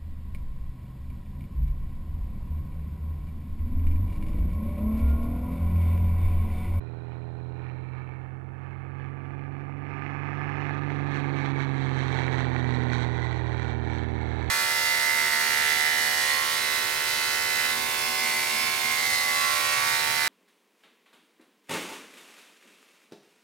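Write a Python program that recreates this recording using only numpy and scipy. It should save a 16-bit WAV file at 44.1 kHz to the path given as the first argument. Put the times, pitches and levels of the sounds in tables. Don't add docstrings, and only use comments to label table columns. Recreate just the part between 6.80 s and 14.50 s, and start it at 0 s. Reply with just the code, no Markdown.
import sys
import numpy as np
from scipy import signal
from scipy.fft import rfft, irfft, next_fast_len
from scipy.io import wavfile
from scipy.ndimage import uniform_filter1d, map_coordinates

SR = 44100
rng = np.random.default_rng(int(sys.argv[2]) if len(sys.argv) > 2 else 0)


def bounce(signal):
    frames = np.transpose(np.atleast_2d(signal))
    limited = np.clip(frames, -1, 1)
    pcm = np.round(limited * 32767).astype(np.int16)
    wavfile.write(sys.argv[1], SR, pcm)


N = 339570
TIME = np.arange(N) / SR
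FLANK_TURN_S = (3.77, 5.8)


def from_db(db):
    return 10 ** (np.asarray(db) / 20)


def rms_one(x):
    return x / np.sqrt(np.mean(x ** 2) + 1e-20)


def in_time(rows):
    s, *columns = np.transpose(rows)
    return [np.interp(TIME, s, c) for c in columns]


def humps(rows):
    return sum(db * np.exp(-((TIME - s) / half_s) ** 2) for s, half_s, db in rows)


def drift(rate_hz):
    step = 40
    pole = np.exp(-2 * step * np.pi * rate_hz / SR)
    noise = rng.standard_normal(N // step + 2002)
    slow = signal.lfilter([1], [1, -2 * pole, pole * pole], noise)[2000:]
    return np.interp(np.arange(N) / step, np.arange(len(slow)), rms_one(slow))


def coloured(x, spectrum):
    size = next_fast_len(N + SR // 4)
    hz, db = np.transpose(spectrum)
    bins_hz = np.maximum(np.arange(size // 2 + 1) * SR / size, 1)
    gain = from_db(np.interp(np.log(bins_hz), np.log(hz), db))
    return rms_one(irfft(rfft(x, size) * gain, size)[:N])


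def band(x, low_hz, high_hz, order=4):
    edges_hz = [low_hz, min(high_hz, .45 * SR)]
    return rms_one(signal.sosfiltfilt(signal.butter(order, edges_hz, "band", fs=SR, output="sos"), x))


def blend(a, b, share):
    share = np.clip(share, 0, 1)
    return np.sqrt(share) * rms_one(a) + np.sqrt(1 - share) * rms_one(b)


def evened(x):
    return x / np.sqrt(uniform_filter1d(x ** 2, size=SR // 4) + 1e-12)


def flank():
    return np.interp(TIME, FLANK_TURN_S, [0, 1])


def channel_hiss():
    return from_db([[-84.5], [-81]]) * rng.standard_normal((2, N))


def open_field():
    # (frequency [Hz], relative level [dB])
    field_colour = [(20, 5), (42, 10), (70, 8), (120, 8), (250, -5.5), (600, -25.5), (1500, -3.5),
                    (4000, -83)]
    return from_db(-56.0) * coloured(rng.standard_normal(N), field_colour)


def zoom_motor(whine_hz, step_hz, swing_hz):
    # (time [s], level [dB])
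    motor_level = [(0, -74), (.95, -74.5), (1.2, -79), (1.42, -88), (1.6, -120)]
    # (frequency [Hz], relative level [dB])
    gear_colour = [(1500, -27), (2500, 6), (3300, 3), (4000, 0), (4600, -11), (5500, -10), (6500, -25.5)]
    level_db, = in_time(motor_level)
    gear = 2 * np.pi * step_hz * TIME + 0.16 * drift(6)
    swoop = np.sin(gear / 2) + np.sin(gear) + np.sin(3 * gear / 2) + np.sin(2 * gear)
    pitch_hz = whine_hz + swing_hz * swoop + 130 * drift(250)
    pulse = (1 + .5 * np.cos(gear)) * from_db(1.5 * drift(150))
    whine = np.sin(2 * np.pi * np.cumsum(pitch_hz) / SR) * pulse
    gears = from_db(-2) * coloured(rng.standard_normal(N), gear_colour)
    return from_db(level_db) * (band(whine, 3700, 4270, order=3) + gears)


def propeller_wash(growl_db):
    # (frequency [Hz], relative level [dB])
    wash_colour = [(30, -32), (90, 23), (170, 10), (300, 19.5), (420, 19), (600, -11), (900, -40.5)]
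    return from_db(growl_db - 12.5) * coloured(rng.standard_normal(N), wash_colour)


def buzz_level():
    start_db, end_on_db, passing_db = -53.5, -68, -45.5
    sinks_s, returns_s = (.8, 1.8), (4.85, 5.4)
    buzz_db = np.interp(TIME, [*sinks_s, *returns_s], [start_db, end_on_db, end_on_db, passing_db])
    dulling_db = 0.1 * (buzz_db - passing_db)
    return buzz_db, dulling_db


def propeller(turns):
    # (time [s], level [dB])
    blade_tone = [(0, -47.5), (1.651, -48), (2.2, -44.5), (2.9, -46.5), (3.95, -41), (4.899, -45.5),
                  (5.25, -40.5), (7.7, -35)]
    # (time [s], lead [crank turns])
    blade_lead = [(0, .01), (4.2, .01), (5.0, .045), (5.4, .085), (6.0, .135), (6.62, .208), (7.1, .29),
                  (7.7, .34)]
    # (multiple of the blade-pass rate [ratio], level against the buzz before dulling [dB])
    overtones = [(2, -1), (3, -6), (4, -1), (5, -1), (6, -8), (7, -11.5), (8, -11), (9, -10), (10, -9.5),
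                 (11, -13), (12, -22), (13, -24)]
    # (frequency [Hz], relative level [dB])
    swish_colour = [(150, -29), (300, 4), (520, -0.5), (680, -2), (900, 1.5), (1200, -13), (2500, -44.5)]
    tone_db, = in_time(blade_tone)
    lead, = in_time(blade_lead)
    buzz_db, dulling_db = buzz_level()
    passes = 2 * np.pi * 2 * (turns + lead) + 0.025 * drift(3.5)
    buzz = 0
    for k, db in overtones:
        level_db = db + dulling_db * (k > 5) + 0.87 * drift(5.6)
        buzz = buzz + from_db(level_db) * np.cos(k * passes)
    swish_pulse = np.exp(8 * np.cos(passes))
    swish = from_db(-8.5) * coloured(rng.standard_normal(N) * swish_pulse, swish_colour)
    tone = np.sqrt(2) * from_db(tone_db + .3 * drift(5.6)) * np.cos(passes)
    return tone + from_db(buzz_db) * (np.sqrt(2) * buzz + swish)


def partial(turns, multiple, flutter_db, wander):
    phase = 2 * np.pi * multiple * turns + wander * drift(3.5)
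    return np.sqrt(2) * np.sin(phase) * from_db(flutter_db * drift(5.1))


def engine_drone(turns, growl_db):
    # (time [s], level [dB])
    firing_tone = [(0, -41.5), (1.05, -39), (1.699, -43), (2.3, -40.5), (3.15, -40), (4.501, -32.5),
                   (6.1, -30.5), (6.4, -33), (6.7, -33), (7.3, -37.5), (7.7, -37.5)]
    # (time [s], half length [s], change [dB])
    octave_fades = [(1.65, 0.56, -8.5), (2.65, 0.53, 2.5), (5.5, .35, -4)]
    # (multiple of crank speed [ratio], relative level end-on [dB], relative level broadside [dB])
    lope_lines = [(1, -19, -20), (1.5, -14.5, -19.5), (2.5, -19, -15.5), (3.5, -15.5, -10),
                  (4.5, -6.5, -13.5), (5, -14.5, -16), (5.5, -9, -15.5), (6.5, -9, -10), (7, -11.5, -14),
                  (7.5, -4.5, -5), (8, -8.5, -15), (8.5, -9.5, -13.5), (9, -10.5, -5.5), (9.5, -21.5, -17),
                  (10.5, -12, -14.5), (11.5, -20, -13), (12.5, -28, -19), (14.5, -18.5, -28.5),
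                  (15, -15, -20), (16, -15.5, -21.5), (16.4, -17, -19), (17.5, -15, -20.5),
                  (18.5, -15, -24.5), (25.5, -16.5, -19.5)]
    tone_db, = in_time(firing_tone)
    octave_db = -41 + 1.44 * (growl_db + 39.5) + humps(octave_fades)
    firings, side = 3 * turns, flank()
    tone = from_db(tone_db) * partial(firings, 1, flutter_db=0.5, wander=0.026)
    octave = from_db(octave_db) * partial(firings, 2, flutter_db=0.5, wander=0.12)
    lope = 0
    for k, end_db, side_db in lope_lines:
        line_turns = turns + 2 * rng.random()
        line = partial(line_turns, round(2 * k) / 2, flutter_db=0.8, wander=0.03 * k)
        lope = lope + from_db(end_db + side * (side_db - end_db)) * line
    return tone + octave + from_db(growl_db - 4.5) * lope


def over_grass(x):
    # (time [s], lag [ms], strength [0-1])
    ground_echo = [(0, 2.08, .35), (1.2, 2.244, 0.5), (2.5, 2.4, 0.26), (4.5, 2.384, 0.26),
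                   (5.0, 2.295, 0.2), (5.6, 2.23, 0.18), (6.5, 2.046, 0.2), (7.5, 2.34, 0.47)]
    lag_ms, strength = in_time(ground_echo)
    dull = signal.sosfiltfilt(signal.butter(1, 8000, fs=SR, output="sos"), x)
    return x + strength * np.interp(TIME - lag_ms / 1000, TIME, dull)


def pops():
    # (time [s], peak level before the echo [dB])
    pop_times = [(3.2632, -28.5), (4.1025, -26), (5.3875, -25.5), (5.4182, -27), (5.4803, -21),
                 (5.7632, -23), (6.797, -27)]
    clicks = np.zeros(N)
    for s, db in pop_times:
        clicks[int(s * SR)] = from_db(db)
    pipe = signal.butter(3, [1300, 2350], "band", fs=SR, output="sos")
    ring = signal.sosfilt(pipe, signal.unit_impulse(SR // 100))
    return over_grass(np.convolve(clicks, ring / np.abs(ring).max())[:N])


def bursts(turns, uneven_db):
    cylinder_levels = [-10.5, -9.5, -9.5, -7, -10, -6.8]
    pipe_delay = [.03, .10, .02, .07, .13, .05]
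    firings = 3 * turns + .3 + 0.008 * drift(43) + .015 * drift(2)
    which, age = np.floor(firings).astype(int), firings % 1
    cylinder = which % len(cylinder_levels)
    levels_db = np.array([db + 1.2 * drift(4) for db in cylinder_levels])
    chance_db = uneven_db * rng.standard_normal(which.max() + 1)[which]
    strength = from_db(levels_db[cylinder, np.arange(N)] + chance_db)
    arrived = age > np.array(pipe_delay)[cylinder]
    blasts = np.diff(arrived.astype(int), prepend=1) > 0
    blowdown = age / .15 * np.exp(1 - age / .15)
    return rms_one(blasts * strength), blowdown * strength


def smeared(blasts, ms_per_octave):
    low_hz = 627
    size = next_fast_len(N + SR // 4)
    hz = np.arange(size // 2 + 1) * SR / size
    delay_s = ms_per_octave / 1000 * np.log2(np.maximum(hz / low_hz, 1))
    gain = 1 - 1 / (1 + (hz / low_hz) ** 8)
    phase = -2j * np.pi * np.cumsum(delay_s) * SR / size
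    return irfft(rfft(blasts, size) * gain * np.exp(phase), size)[:N]


def gas_noise(turns, envelope, repeat_share):
    cycle = rng.standard_normal(SR // 24)
    same = map_coordinates(cycle, [turns / 2 % 1 * len(cycle)], order=3, mode="wrap")
    share = np.clip(repeat_share, 0, 1)
    return envelope * (np.sqrt(share) * same + np.sqrt(1 - share) * rng.standard_normal(N))


def radiated(gas):
    # (frequency [Hz], relative level [dB])
    end_on_colour = [(300, 1.5), (600, -6.5), (850, -4.5), (1020, -8.5), (1200, -1.5), (1430, -7.5),
                     (1750, -3.5), (1950, -7.5), (2200, -7), (2600, -10.5), (2900, -17.5), (3200, -41),
                     (3400, -37), (3700, -45.5), (4300, -45), (4650, -52.5), (5200, -39), (6600, -49.5),
                     (7300, -54.5), (9000, -67.5), (11500, -75.5)]
    # (frequency [Hz], relative level [dB])
    broadside_colour = [(300, -1.5), (450, -1.5), (600, -8.5), (860, -10), (1270, -15), (1500, -9.5),
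                        (1950, -9.5), (2130, -13.5), (2300, -10), (2520, -22), (2850, -22), (3450, -22.5),
                        (3620, -25), (3850, -20), (4500, -31.5), (5100, -41.5), (5450, -30.5), (6100, -27),
                        (6700, -36.5), (7900, -35), (8900, -56), (11500, -75)]
    return (1 - flank()) * coloured(gas, end_on_colour) + flank() * coloured(gas, broadside_colour)


def bright_edge(x, half_width_hz):
    # (time [s], centre [Hz], lift [dB])
    rasp_edge = [(0, 2470, 3.5), (.8, 2450, 8.5), (1.28, 2315, 6.5), (1.7, 2240, 0), (2.5, 2330, 5.5),
                 (3.2, 2270, 4), (4.2, 2220, 0), (4.75, 2270, 6.5), (5.25, 2040, 0.5), (5.87, 1960, 6.5),
                 (6.2, 1990, 0.5), (6.43, 2004, 7), (6.7, 1900, -1), (7.2, 2030, 0), (7.6, 2240, 3)]
    centre_hz, lift_db = in_time(rasp_edge)
    carrier = np.exp(2j * np.pi * np.cumsum(centre_hz) / SR)
    near = signal.sosfiltfilt(signal.butter(2, half_width_hz, fs=SR, output="sos"), x / carrier)
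    return x + (from_db(lift_db) - 1) * 2 * np.real(near * carrier)


def exhaust_levels():
    # (time [s], level [dB])
    rasp_level = [(0.0, -64.5), (0.7, -65.5), (0.83, -60.5), (1.32, -56), (1.62, -62.5), (1.84, -57.5),
                  (2.97, -54.5), (3.12, -48), (3.25, -45.5), (3.9, -41.5), (4.04, -46), (4.67, -42.5),
                  (5.07, -46), (5.49, -42), (6.32, -45.5), (7.11, -48), (7.7, -47.5)]
    # (time [s], half length [s], change in the sizzle [dB])
    swells = [(.34, 0.059, 10), (.86, 0.074, 10), (.95, .03, 2.5), (1.18, 0.046, 9), (1.3, 0.048, 0.5),
              (1.85, .05, 4), (2.22, 0.058, 7.5), (2.53, 0.046, 2), (4.36, 0.064, 8.5), (4.58, 0.032, 5.5),
              (4.66, 0.028, 6.5), (4.81, 0.037, 6), (5.05, 0.092, 5.5), (5.19, 0.07, 7.5), (5.3, 0.064, 6),
              (5.395, 0.06, 9.5), (5.535, 0.024, 7.5), (5.6, 0.048, 7.5), (5.8, 0.098, 2), (5.97, 0.11, 6),
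              (6.14, 0.026, 7.5), (6.21, 0.077, 12), (6.33, 0.04, 2.5), (6.45, 0.075, 7.5),
              (6.57, 0.038, 4), (6.72, 0.084, 4.5), (6.82, 0.061, 4.5), (6.895, 0.032, 7.5),
              (7.16, 0.084, 7), (7.53, 0.078, 2), (7.68, 0.064, 5.5)]
    # (time [s], half length [s], change in the sizzle [dB])
    lulls = [(4.18, 0.045, 1), (4.5, .03, -1), (4.74, .025, -3.5), (4.92, 0.043, -2), (5.12, .02, -3.5),
             (5.475, 0.017, 1), (6.07, .035, 0.5), (6.635, 0.027, -3.5), (7.0, 0.041, -3),
             (7.3, 0.053, -2.5)]
    treble_opens_s = (2.1, 3.37, 5.06)
    rasp_db, = in_time(rasp_level)
    shimmer_db = 1.3 * drift(15)
    swell_db = humps(swells) + humps(lulls) + shimmer_db
    bark_db = -43.5 + 0.89 * (rasp_db + 43)
    crackle_db = rasp_db + np.interp(TIME, treble_opens_s, (-21, -22.5, -12))
    sizzle_db = rasp_db + np.interp(TIME, treble_opens_s, (-40.5, -33.5, -24.5))
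    air_db = sizzle_db + np.interp(TIME, FLANK_TURN_S, (-35, -30))
    return (bark_db + 0.3 * swell_db,
            rasp_db + 0.45 * swell_db,
            crackle_db + 0.74 * swell_db,
            sizzle_db + swell_db,
            air_db + 1.7 * swell_db)


def exhaust(turns, growl_db, bark_db, rasp_db, crackle_db, sizzle_db, air_db):
    blasts, puffs = bursts(turns, uneven_db=.7)
    body_gas = gas_noise(turns, puffs + .3, repeat_share=.24)
    gas = blend(smeared(blasts, ms_per_octave=.9), body_gas, share=.25)
    body = bright_edge(radiated(over_grass(gas)), half_width_hz=71)
    edge_gas = gas_noise(turns, puffs + .12, repeat_share=.25)
    edge = radiated(blend(blasts, edge_gas, share=.12))
    growl = from_db(growl_db - 8.5) * evened(band(body, 240, 800, order=3))
    bark = from_db(bark_db) * evened(band(body, 655, 1306, order=3))
    rasp = from_db(rasp_db) * evened(band(body, 1388, 2890, order=6))
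    crackle = from_db(crackle_db) * evened(band(blend(body, edge, share=0.58), 3020, 4695, order=6))
    sizzle = from_db(sizzle_db) * evened(band(edge, 4020, 10000, order=4))
    air = from_db(air_db) * evened(band(edge, 8800, 12000, order=4))
    return growl + bark + rasp + crackle + sizzle + air


def scene():
    # (time [s], speed [turns/s])
    crank_speed = [(0.0, 40.2), (0.88, 42.0), (2.64, 46.17), (3.15, 47.17), (3.7, 47.76), (4.1, 47.55),
                   (4.4, 46.89), (4.84, 45.6), (5.28, 43.7), (5.72, 42.12), (6.55, 39.98), (7.04, 39.36),
                   (7.7, 38.99)]
    # (time [s], reference level [dB])
    growl_level = [(0, -54.5), (1, -51.5), (1.901, -50.5), (3.101, -46), (4.5, -38), (5.15, -39.5),
                   (6.101, -38.5), (6.4, -43.5), (7.7, -44)]
    speed, = in_time(crank_speed)
    growl_db, = in_time(growl_level)
    turns = np.cumsum(speed) / SR
    background = open_field() + zoom_motor(whine_hz=4050, step_hz=63.3, swing_hz=54.7)
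    plane = propeller_wash(growl_db) + propeller(turns) + engine_drone(turns, growl_db)
    plane = plane + pops() + exhaust(turns, growl_db, *exhaust_levels())
    microphone = 2 * (background + plane)
    fade_in = np.minimum(TIME / .006, 1)
    return fade_in * microphone * [[0], [1]] + channel_hiss()


def record(dry):
    return signal.sosfilt(signal.ellip(10, .1, 80, 12000, fs=SR, output="sos"), dry)


dry = scene()
out = record(dry)
bounce(out)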